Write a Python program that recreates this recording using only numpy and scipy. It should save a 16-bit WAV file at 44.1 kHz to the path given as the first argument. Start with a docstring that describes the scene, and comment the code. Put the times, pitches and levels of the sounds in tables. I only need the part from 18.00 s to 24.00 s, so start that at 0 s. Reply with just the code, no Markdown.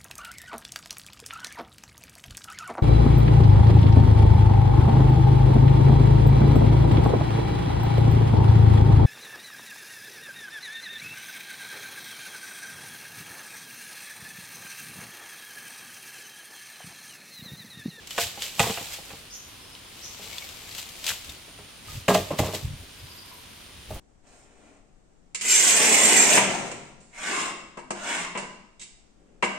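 """On a forest floor of roots and dry leaves, two freshly cut poles are dropped one after the other.
The short one knocks sharply, then lands heavily; the long one hits the ground and rocks to rest. Impacts
ring their damped bending modes and crush leaves. In between, the long pole is pulled from the
undergrowth: foliage rubs, stems tick and twigs fracture. The trunks scatter a thin reverberation.
Insects sing in narrow bands of noise, and a small bird calls twice in the quiet wood."""
import sys
import numpy as np
from scipy import signal
from scipy.fft import rfft, irfft, next_fast_len
from scipy.io import wavfile
from scipy.ndimage import uniform_filter1d

SR = 44100
rng = np.random.default_rng(int(sys.argv[2]) if len(sys.argv) > 2 else 0)


def wav_record(signal):
    """Record a signal, one row per channel, as 16-bit PCM in the file named by sys.argv[1]."""
    frames = np.transpose(np.atleast_2d(signal))
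    bounded = np.clip(frames, -1, 1)
    # unit amplitude maps onto the largest positive 16-bit level
    quanta = np.round(bounded * 32767).astype(np.int16)
    wavfile.write(sys.argv[1], SR, quanta)


N = 264520
TIME = np.arange(N) / SR

# bending modes: f/Hz, relative level/dB, T60/s
SHORT_POLE_MODES = [(106, 4, 0.088), (129, 2, 0.1), (193, -22, 0.19), (247, -23, 0.3), (386, -36, .1),
                    (460, -4.5, 0.15), (537, 0.5, 0.083), (691, -2.5, 0.18), (805, 1.5, 0.11),
                    (880, -27, 0.059), (1030, -15, 0.066), (1234, -5.5, 0.065), (1477, -5, 0.084),
                    (1647, -1, 0.064), (1945, -14, 0.26), (2530, 6, 0.049), (2750, 2.5, 0.086),
                    (3700, 4, 0.055)]
LONG_POLE_MODES = [(96.1, -5, 0.75), (126.4, -8, 0.22), (149.6, -13, 0.31), (188.4, -4, 0.21),
                   (268.3, -16, 0.36), (331.3, -14.5, 0.4), (411, -7, 0.24), (462, -5, 0.13),
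                   (541, -9, 0.41), (585, 3, 0.057), (624, 1, 0.12), (690, -2, 0.13), (814, -2.5, 0.11),
                   (990, -28, 0.037), (1044, -8, .09), (1180, -8.5, 0.16), (1630, -9, 0.15),
                   (1850, -14, 0.27), (2050, -8, 0.15), (2510, -4, 0.08), (2690, -18, 0.04),
                   (3240, -18, .06)]
# spectra of the bark's clack and the soil's thud: f/Hz, relative level/dB
CLACK_SPECTRUM = [(40, -50), (150, -2.5), (320, -8), (600, -8), (1100, -1.5), (1400, -9), (2700, -0.5),
                  (5000, -17), (8000, 2), (16000, -44)]
THUD_SPECTRUM = [(30, -16), (70, -15), (110, 5.5), (200, 4), (330, -1), (550, -52), (1500, -60)]


def pole(blows, modes, bark_db, scatter_db, heavy_hz, pan_db, give_s, soil_db, soil_decay_s):
    """Modal superposition: each blow rings the bending modes; crushed bark clacks, the soil thuds."""
    out, t = np.zeros((2, N)), TIME[:SR // 2]
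    hz, mode_db, t60 = np.transpose(modes)
    # soft ground gives way, so each mode takes part of a cycle to build up
    build_up = 1 - np.exp(-t / (give_s + .5 / hz[:, None]))
    envelopes = from_db(mode_db[:, None] - 60 * t / t60[:, None]) * build_up
    bark = texture(CLACK_SPECTRUM, NEAR_COHERENCE, grain_db=-1.0)
    soil = texture(THUD_SPECTRUM, NEAR_COHERENCE, grain_db=5.5)
    for k, (s, ring_db, weight_db, clack_s, contact_hz) in enumerate(blows):
        # the pole's weight drives the lowest modes; a soft contact misses the high ones
        contact = from_db(ring_db) / np.hypot(1, (hz / contact_hz) ** 2)
        drive = np.where(hz < heavy_hz, from_db(weight_db), contact)
        # the point of contact sets each mode's strength and phase, drawn here at random
        drive = drive * from_db(scatter_db * rng.standard_normal(len(hz)))
        phases = 2 * np.pi * (hz[:, None] * t + rng.random((len(hz), 1)))
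        ring = 0.78 * drive @ (envelopes * np.sin(phases))
        part = k * (N - len(t)) // len(blows) + np.arange(len(t))
        clack = rms_one(low_pass(bark[:, part], contact_hz))
        clack = clack * np.exp(-t / clack_s) * (1 - np.exp(-t / give_s))
        clack_db = ring_db + bark_db + 3.5 * np.log2(contact_hz / 1000)   # hard contacts clack more
        thud = soil[:, part] * t / soil_decay_s * np.exp(1 - t / soil_decay_s)
        add(out, s, ring + from_db(clack_db) * clack + from_db(weight_db + soil_db) * thud)
    return out * from_db([[pan_db / 2], [-pan_db / 2]])


# the short pole gives a sharp wooden knock with almost no thud, then lands heavily and rebounds:
# t/s, level/dB, weight level/dB, contact cut-off/Hz, loss per rebound/dB
SHORT_POLE_HITS = [(.184, -24.5, -49, 1600, 24), (.599, -18.5, -15.5, 2060, 11)]
# the long pole hits the ground: same columns
LONG_POLE_LANDINGS = [(4.086, -17.5, -37, 1230, 10.5), (4.149, -19.5, -34, 1010, 16),
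                      (4.392, -22.5, -17.5, 1270, 7.3)]


def hit_blows(hits, lead_s=.0048, rebound_s=.031, clack_s=0.0068, chatter_s=0.043):
    """Inelastic impact: a light, hard touch of bark, the main blow, then two ever softer rebounds."""
    blows = []
    for s, db, weight_db, hz, loss_db in hits:
        blows.append((s - lead_s, db - 6, weight_db - 20, clack_s, hz * 3.1))
        blows.append((s, db, weight_db, clack_s, hz))
        blows += [(s + k * rebound_s, db - k * loss_db, weight_db - k * 8.5, chatter_s, hz * 0.6 ** k)
                  for k in (1, 2)]
    return blows


# a pole rattles, tips, rolls or is gripped: t/s, level/dB, contact cut-off/Hz
SHORT_POLE_KNOCKS = [(.374, -39, 780), (.584, -41, 1200), (.665, -29, 750), (.697, -24.5, 634),
                     (.773, -36.5, 2680), (.808, -35, 497), (.985, -42, 600), (1.103, -46.5, 2520),
                     (1.134, -41.5, 600)]
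LONG_POLE_KNOCKS = [(2.195, -53, 1203), (2.26, -51, 700), (3.475, -50, 700), (3.587, -50.5, 1400),
                    (4.1, -19.5, 860), (4.305, -27, 660), (4.33, -35, 497), (4.456, -32, 550),
                    (4.485, -33.5, 690), (4.533, -29.5, 520), (5.905, -40, 800), (5.953, -44.5, 1110)]


def knock_blows(knocks, weight_db, clack_s):
    """Impulsive excitation: a knock is a single blow with little weight behind it."""
    return [(s, db, db + weight_db, clack_s, hz) for s, db, hz in knocks]


# dry leaves crushed or swept aside: t/s, level/dB, decay/s
CRUNCHES = [(.125, -38, 0.043), (0.214, -24, 0.042), (0.437, -31.5, 0.063), (0.628, -30, 0.065),
            (.69, -31.5, 0.1), (0.937, -33, 0.026), (2.235, -41.5, 0.049), (2.788, -33.5, 0.033),
            (3.09, -24, 0.037), (4.147, -22, 0.011), (4.18, -36, 0.057), (4.391, -26.5, 0.011),
            (4.46, -35.5, 0.032), (4.549, -29.5, 0.019)]
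# single leaves crack: t/s, level/dB
CRACKS = [(0.073, -35.5), (.108, -33.5), (.422, -28), (2.49, -39.5), (2.725, -41), (2.75, -32.5),
          (2.827, -40), (2.891, -36), (3.042, -28.5), (3.066, -24), (3.247, -38.5), (3.297, -35.5)]
# spectrum of dry litter: f/Hz, relative level/dB
LEAF_SPECTRUM = [(150, -42), (500, -9), (1200, -12), (2000, -5.5), (3000, 1.5), (4500, -2), (6000, -4),
                 (7700, -2.5), (10000, -12), (13000, -8.5), (16000, -16)]


def dry_leaves(blows, crush_hz=2800, crush_swell_s=0.0013, crush_decay_s=0.044):
    """Brittle fracture: leaves crackle in bursts of noise; harder contacts crush them more loudly."""
    bursts = []
    for s, db, _, _, contact_hz in blows:
        crush_db = db + 1 - 20 * np.log10(1 + (crush_hz / contact_hz) ** 2)
        bursts.append((s + crush_swell_s, crush_db, crush_swell_s, crush_decay_s))
    bursts += [(s, db, 0.61 * decay, decay) for s, db, decay in CRUNCHES]
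    bursts += [(s, db, .0008, 0.0068) for s, db in CRACKS]
    return swells(bursts) * texture(LEAF_SPECTRUM, NEAR_COHERENCE, grain_db=1.74)


# the long pole is dragged through foliage: t/s, level/dB
PULL = [(1.88, -56), (2.0, -46), (2.22, -45.5), (2.36, -40), (2.59, -45.5), (2.72, -43.5), (2.94, -46.5),
        (3.02, -43.5), (3.32, -46.8), (3.5, -61)]


def pull_level(fade_s=0.24):
    """Amplitude envelope of the dragged foliage, fading exponentially on either side of the pull."""
    s, db = np.transpose(PULL)
    outside_s = np.abs(TIME - np.clip(TIME, s[0], s[-1]))
    return from_db(np.interp(TIME, s, db)) * np.exp(-outside_s / fade_s)


def stem_ticks(count, spread_db, low_hz=2300, high_hz=8300, t60=0.0094):
    """Random impulses: stems tick as they slip past, louder the harder the pull."""
    when, size, pitch = rng.random((count, 3)).T
    times = PULL[0][0] + when * (PULL[-1][0] - PULL[0][0])
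    pull_db = 20 * np.log10(np.interp(times, TIME, pull_level()))
    levels = pull_db - 2 + spread_db * (size - .5)
    pitches = low_hz * (high_hz / low_hz) ** pitch
    return [(s, db, hz, t60) for s, db, hz in zip(times, levels, pitches)]


# sleeves and foliage swish with each move: t/s, level/dB, Gaussian width/s
SWISHES = [(.28, -41.5, 0.071), (.5, -49, 0.064), (0.847, -40, 0.13), (1.14, -48.5, 0.077),
           (3.937, -41, 0.053), (4.286, -45.5, 0.12), (4.57, -42, 0.076), (4.995, -58, 0.2)]
# spectrum of green foliage: f/Hz, relative level/dB
FOLIAGE_SPECTRUM = [(150, -15), (550, -3.5), (1100, -5.5), (1600, -9), (2300, -1), (3000, -1.5),
                    (4500, -1.5), (6000, -5), (7700, -3), (10000, -13.5), (12500, -6), (16000, -15)]


def foliage():
    """Friction noise: the pull and the swishes are incoherent, so their powers add."""
    swishes = sum(gaussian(s, db, width_s) for s, db, width_s in SWISHES)
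    return np.hypot(pull_level(), swishes) * texture(FOLIAGE_SPECTRUM, FAR_COHERENCE, grain_db=2.5)


def branch_tear(count, start_s=3.066, step_s=.0128, first_hz=3370, last_hz=1370, t60=0.0059):
    """Progressive fracture: the branch tears free in snaps of falling pitch, loudest in the middle."""
    pitches = np.geomspace(first_hz, last_hz, count)
    levels = -18.5 - 9.5 * np.linspace(-1, 1, count) ** 2
    return [(start_s + k * step_s, levels[k], pitches[k], t60) for k in range(count)]


# twigs break: t/s, relative level/dB, f/Hz, T60/s
TWIG_SNAPS = [(.11, -33, 3020, 0.065), (.421, -20, 3140, 0.0072), (.628, -27.5, 7560, .017),
              (1.751, -36, 3020, .021), (2.328, -37.5, 2220, .095), (2.382, -26, 3460, 0.022),
              (2.422, -37.5, 2245, 0.081), (2.782, -36, 2960, .045), (3.293, -37.5, 3640, 0.068),
              (3.884, -44, 1238, 0.16)]


def twigs(snaps, snap_db, snap_decay_s, rise_s):
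    """Fracture and free vibration: fibres tear in a broad snap, and the twig rings in one damped mode."""
    out, t = np.zeros((2, N)), TIME[:SR // 8]
    for s, db, hz, t60 in snaps:
        note = np.sin(2 * np.pi * hz * t) * from_db(-60 * t / t60)
        fibres = rng.standard_normal(len(t)) + .5 * rng.standard_normal((2, len(t)))
        snap = band(fibres, hz, 1.2 * hz) * np.exp(-t / snap_decay_s)
        add(out, s, from_db(db + 2) * (note + from_db(snap_db) * snap) * (1 - np.exp(-t / rise_s)))
    return out


# where the leaves and twigs move: t/s, left minus right level/dB
LITTER_PAN = [(0, 0), (1.0, -0.7), (2.2, 3.5), (3.1, 2), (4.1, -.3), (6, 5)]


def pan_litter(litter):
    """Localisation by level difference: the rustling shifts between left and right."""
    return litter * from_db(np.interp(TIME, *np.transpose(LITTER_PAN)) * [[.5], [-.5]])


# boots and wood press into soft soil: t/s, level/dB
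THUMPS = [(.24, -40), (.655, -47), (3.11, -42.5), (3.283, -44), (3.89, -41.5), (3.955, -32.5), (3.98, -38),
          (4.184, -30.5), (4.445, -35), (4.805, -45), (5.04, -40), (5.78, -42), (5.925, -34)]
# spectrum of the soil: f/Hz, relative level/dB
SOIL_SPECTRUM = [(25, -17), (50, 0), (90, 6), (140, -3), (220, -17), (400, -50), (1000, -62)]


def ground(swell_s=0.016, thump_decay_s=.028, rock_start_s=4.652, rock_step_s=0.029, rock_decay_s=0.014):
    """Heavy damping: soil thumps without ringing; the long pole rocks to rest on it in four bumps."""
    bumps = [(s, db, swell_s, thump_decay_s) for s, db in THUMPS]
    bumps += [(rock_start_s + k * rock_step_s, -25 - k * 1.4, swell_s, rock_decay_s) for k in range(4)]
    return swells(bumps) * texture(SOIL_SPECTRUM, NEAR_COHERENCE, grain_db=-0.5)


# the microphone is jolted: t/s, level/dB, swell/s, decay/s
JOLTS = [(3.29, -51, 0.0092, .05), (3.94, -48.5, 0.016, 0.042), (4.81, -43, 0.03, 0.049),
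         (5.905, -33, 0.012, 0.04), (5.955, -32, 0.033, 0.013)]
# spectrum of a jolt: f/Hz, relative level/dB
RUMBLE_SPECTRUM = [(20, -18), (50, -6), (75, -12), (150, -29), (400, -46)]


def jolts():
    """Structure-borne sound: each jolt of the microphone gives a low rumble."""
    return swells(JOLTS) * texture(RUMBLE_SPECTRUM, NEAR_COHERENCE, grain_db=4.0)


def trunks(x, wet_db, t60, build_s, dull_hz):
    """Multiple scattering: trunks and foliage return a thin, late tail without bass."""
    t = TIME[:SR]
    paths = rng.standard_normal((2, SR)) * from_db(-60 * t / t60) * (1 - np.exp(-(t / build_s) ** 2))
    paths = low_pass(paths / np.linalg.norm(paths[0]), dull_hz)
    paths = signal.sosfilt(signal.butter(1, 700, "high", fs=SR, output="sos"), paths)
    return from_db(wet_db) * signal.fftconvolve(x, paths, axes=1)[:, :N]


# two chirps to each bird call: t/s, level/dB, duration/s, start f/Hz, end f/Hz
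CHIRPS = [(1.295, -47.5, 0.029, 5060, 5800), (1.311, -43, 0.049, 5960, 6500),
          (2.011, -46.5, .03, 5230, 5720), (2.023, -43.5, 0.043, 5880, 6400)]


def bird(scatter_s, deviation_hz, waver_hz=130):
    """Frequency modulation: thin, rising calls waver, smeared by their many paths through the trees."""
    out, t = np.zeros((2, N)), TIME[:SR // 3]
    for s, db, length_s, start_hz, end_hz in CHIRPS:
        progress = np.minimum(t / length_s, 1)
        hz = start_hz + (end_hz - start_hz) * progress + deviation_hz * np.sin(2 * np.pi * waver_hz * t)
        call = np.sin(2 * np.pi * np.cumsum(hz) / SR) * np.sin(np.pi * progress)
        paths = rng.standard_normal((2, len(t))) * np.exp(-t / scatter_s)
        heard = np.array([signal.fftconvolve(call, path) for path in paths])
        peak_rms = np.sqrt(uniform_filter1d(heard[0] ** 2, size=2000).max())
        add(out, s, from_db(db) * heard / peak_rms)
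    return out


# the insect chorus swells and pauses: t/s, level/dB
CHORUS = [(0, -74), (.7, -51), (1.1, -57), (2.08, -58), (2.16, -67), (2.9, -54.5), (3.4, -57), (6, -58.5)]
# phrases of insects and far birds: t/s, level/dB, Gaussian width/s, f/Hz, resonator bandwidth/Hz
PHRASES = [(1.46, -59, 0.15, 12300, 1188), (1.722, -61, .15, 5200, 300), (1.764, -60, 0.16, 1016, 140.4),
           (5.28, -57, 0.21, 12100, 1300), (5.15, -53.5, 0.11, 4860, 324.1),
           (5.286, -58.5, 0.21, 1003, 131)]


def insects_and_far_birds(flicker_per_s=62, flicker_db=4.5):
    """Amplitude modulation of narrow-band noise: a slow chorus and a few flickering phrases."""
    chorus_gain = from_db(np.interp(TIME, *np.transpose(CHORUS)))
    out = chorus_gain * band(rng.standard_normal((2, N)), hz=9290, width_hz=590)
    for s, db, width_s, hz, width_hz in PHRASES:
        buzz = band(rng.standard_normal((2, N)), hz, width_hz)
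        flicker = np.interp(TIME * flicker_per_s, np.arange(2000), rng.standard_normal(2000))
        out += gaussian(s, db, width_s) * buzz * from_db(flicker_db * flicker)
    return out


# spectrum of the quiet wood: f/Hz, relative level/dB
AIR_SPECTRUM = [(15, -36), (25, -7.5), (76, -3), (108, -3), (130, -6.5), (256, -8), (641, -13), (988, -14),
                (1840, -14), (3160, -9.5), (8140, -21), (9320, -19), (10400, -25), (12200, -23),
                (16000, -29.5)]


def still_air(level_db=-47):
    """Stationary ambient noise: the broadband hush of the wood."""
    return from_db(level_db) * texture(AIR_SPECTRUM, FAR_COHERENCE, grain_db=1.0)


# left-right coherence of near and far sound: f/Hz, coherence (used within 0-1)
NEAR_COHERENCE = [(100, 0.96), (600, 1), (1300, 0.79), (2800, 0.91), (5500, 0.35), (14000, 0.52)]
FAR_COHERENCE = [(60, 1), (180, 0.68), (550, 0.1), (1650, 0.47), (4970, 0.32), (15000, -0.14)]


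def texture(spectrum, coherence, grain_db):
    """Spectral shaping: partly coherent stereo noise in uneven millisecond grains; rms 1."""
    size = next_fast_len(N)
    hz = np.arange(size // 2 + 1) * SR / size
    mid, side = rfft(rng.standard_normal((2, size))) * from_db(at_hz(spectrum, hz))
    alike = np.clip(at_hz(coherence, hz), 0, 1)
    noise = irfft(np.sqrt(1 + alike) * mid + np.sqrt(1 - alike) * side * [[1], [-1]], size)[:, :N]
    sizes = np.minimum(rng.exponential(1, N // 40 + 1), 5)
    grains = np.interp(np.arange(N), np.linspace(0, N, len(sizes)), sizes)
    return rms_one(noise * from_db(grain_db * grains))


def swells(bursts):
    """Incoherent addition: the envelope of bursts (t/s, level/dB, swell/s, decay/s) summed in power."""
    power = np.zeros(N)
    for s, db, swell, decay in bursts:
        start_s = s - 5 * swell
        t = TIME[max(int(start_s * SR), 0):int((s + 8 * decay) * SR)] - s
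        add(power, start_s, (from_db(db) * np.exp(np.minimum(t / swell, -t / decay))) ** 2)
    return np.sqrt(power)


def gaussian(s, db, width_s):
    """Gaussian envelope peaking at time s."""
    return from_db(db) * np.exp(-((TIME - s) / width_s) ** 2 / 2)


def band(x, hz, width_hz):
    """Resonance: two equal resonators in cascade pass one band; rms 1."""
    r = np.exp(-np.pi * width_hz / SR)
    b = np.array([1, 0, -1]) * (1 - r * r) / 2
    a = [1, -2 * r * np.cos(2 * np.pi * hz / SR), r * r]
    return rms_one(signal.lfilter(b, a, signal.lfilter(b, a, x)))


def low_pass(x, hz):
    """Two-pole low-pass."""
    return signal.sosfilt(signal.butter(2, min(hz, .45 * SR), fs=SR, output="sos"), x)


def from_db(db):
    """Level to amplitude ratio."""
    return 10 ** (np.asarray(db) / 20)


def rms_one(x):
    """Normalisation to unit power."""
    return x / np.sqrt(np.mean(x ** 2) + 1e-20)


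def at_hz(points, hz):
    """Interpolation on a log-frequency axis."""
    f, value = np.transpose(points)
    return np.interp(np.log(np.maximum(hz, 1)), np.log(f), value)


def add(out, s, sound):
    """Superposition of a sound starting at time s."""
    i = max(round(s * SR), 0)
    out[..., i:i + sound.shape[-1]] += sound[..., :max(N - i, 0)]


def scene():
    """Direct and diffuse sound: poles, litter and soil close by, the wood all round."""
    short_blows = hit_blows(SHORT_POLE_HITS)
    short_blows += knock_blows(SHORT_POLE_KNOCKS, weight_db=-8, clack_s=0.015)
    long_blows = hit_blows(LONG_POLE_LANDINGS)
    long_blows += knock_blows(LONG_POLE_KNOCKS, weight_db=-6, clack_s=0.03)
    short = pole(short_blows, SHORT_POLE_MODES, bark_db=0.0, scatter_db=3.5, heavy_hz=250,
                 pan_db=-1.0, give_s=0.00035, soil_db=-14, soil_decay_s=0.0075)
    long = pole(long_blows, LONG_POLE_MODES, bark_db=1.5, scatter_db=4.5, heavy_hz=140,
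                pan_db=-0.8, give_s=0.0014, soil_db=-6, soil_decay_s=0.0062)
    rumble = jolts()
    snaps = TWIG_SNAPS + branch_tear(count=5) + stem_ticks(count=36, spread_db=16)
    litter = dry_leaves(short_blows + long_blows) + foliage()
    litter += twigs(snaps, snap_db=-6, snap_decay_s=0.0045, rise_s=0.000077)
    near = short + long + pan_litter(litter)
    thumps = ground()
    tail = trunks(near, wet_db=-15.5, t60=1.0, build_s=0.0085, dull_hz=6030)
    background = still_air() + insects_and_far_birds() + bird(scatter_s=0.079, deviation_hz=550)
    return near + thumps + rumble + tail + background


def record(dry):
    """Band limiting: a steep elliptic low-pass cuts the treble above 16 kHz."""
    return signal.sosfilt(signal.ellip(12, .1, 80, 16000, fs=SR, output="sos"), dry)


dry = scene()
out = record(dry)
wav_record(out)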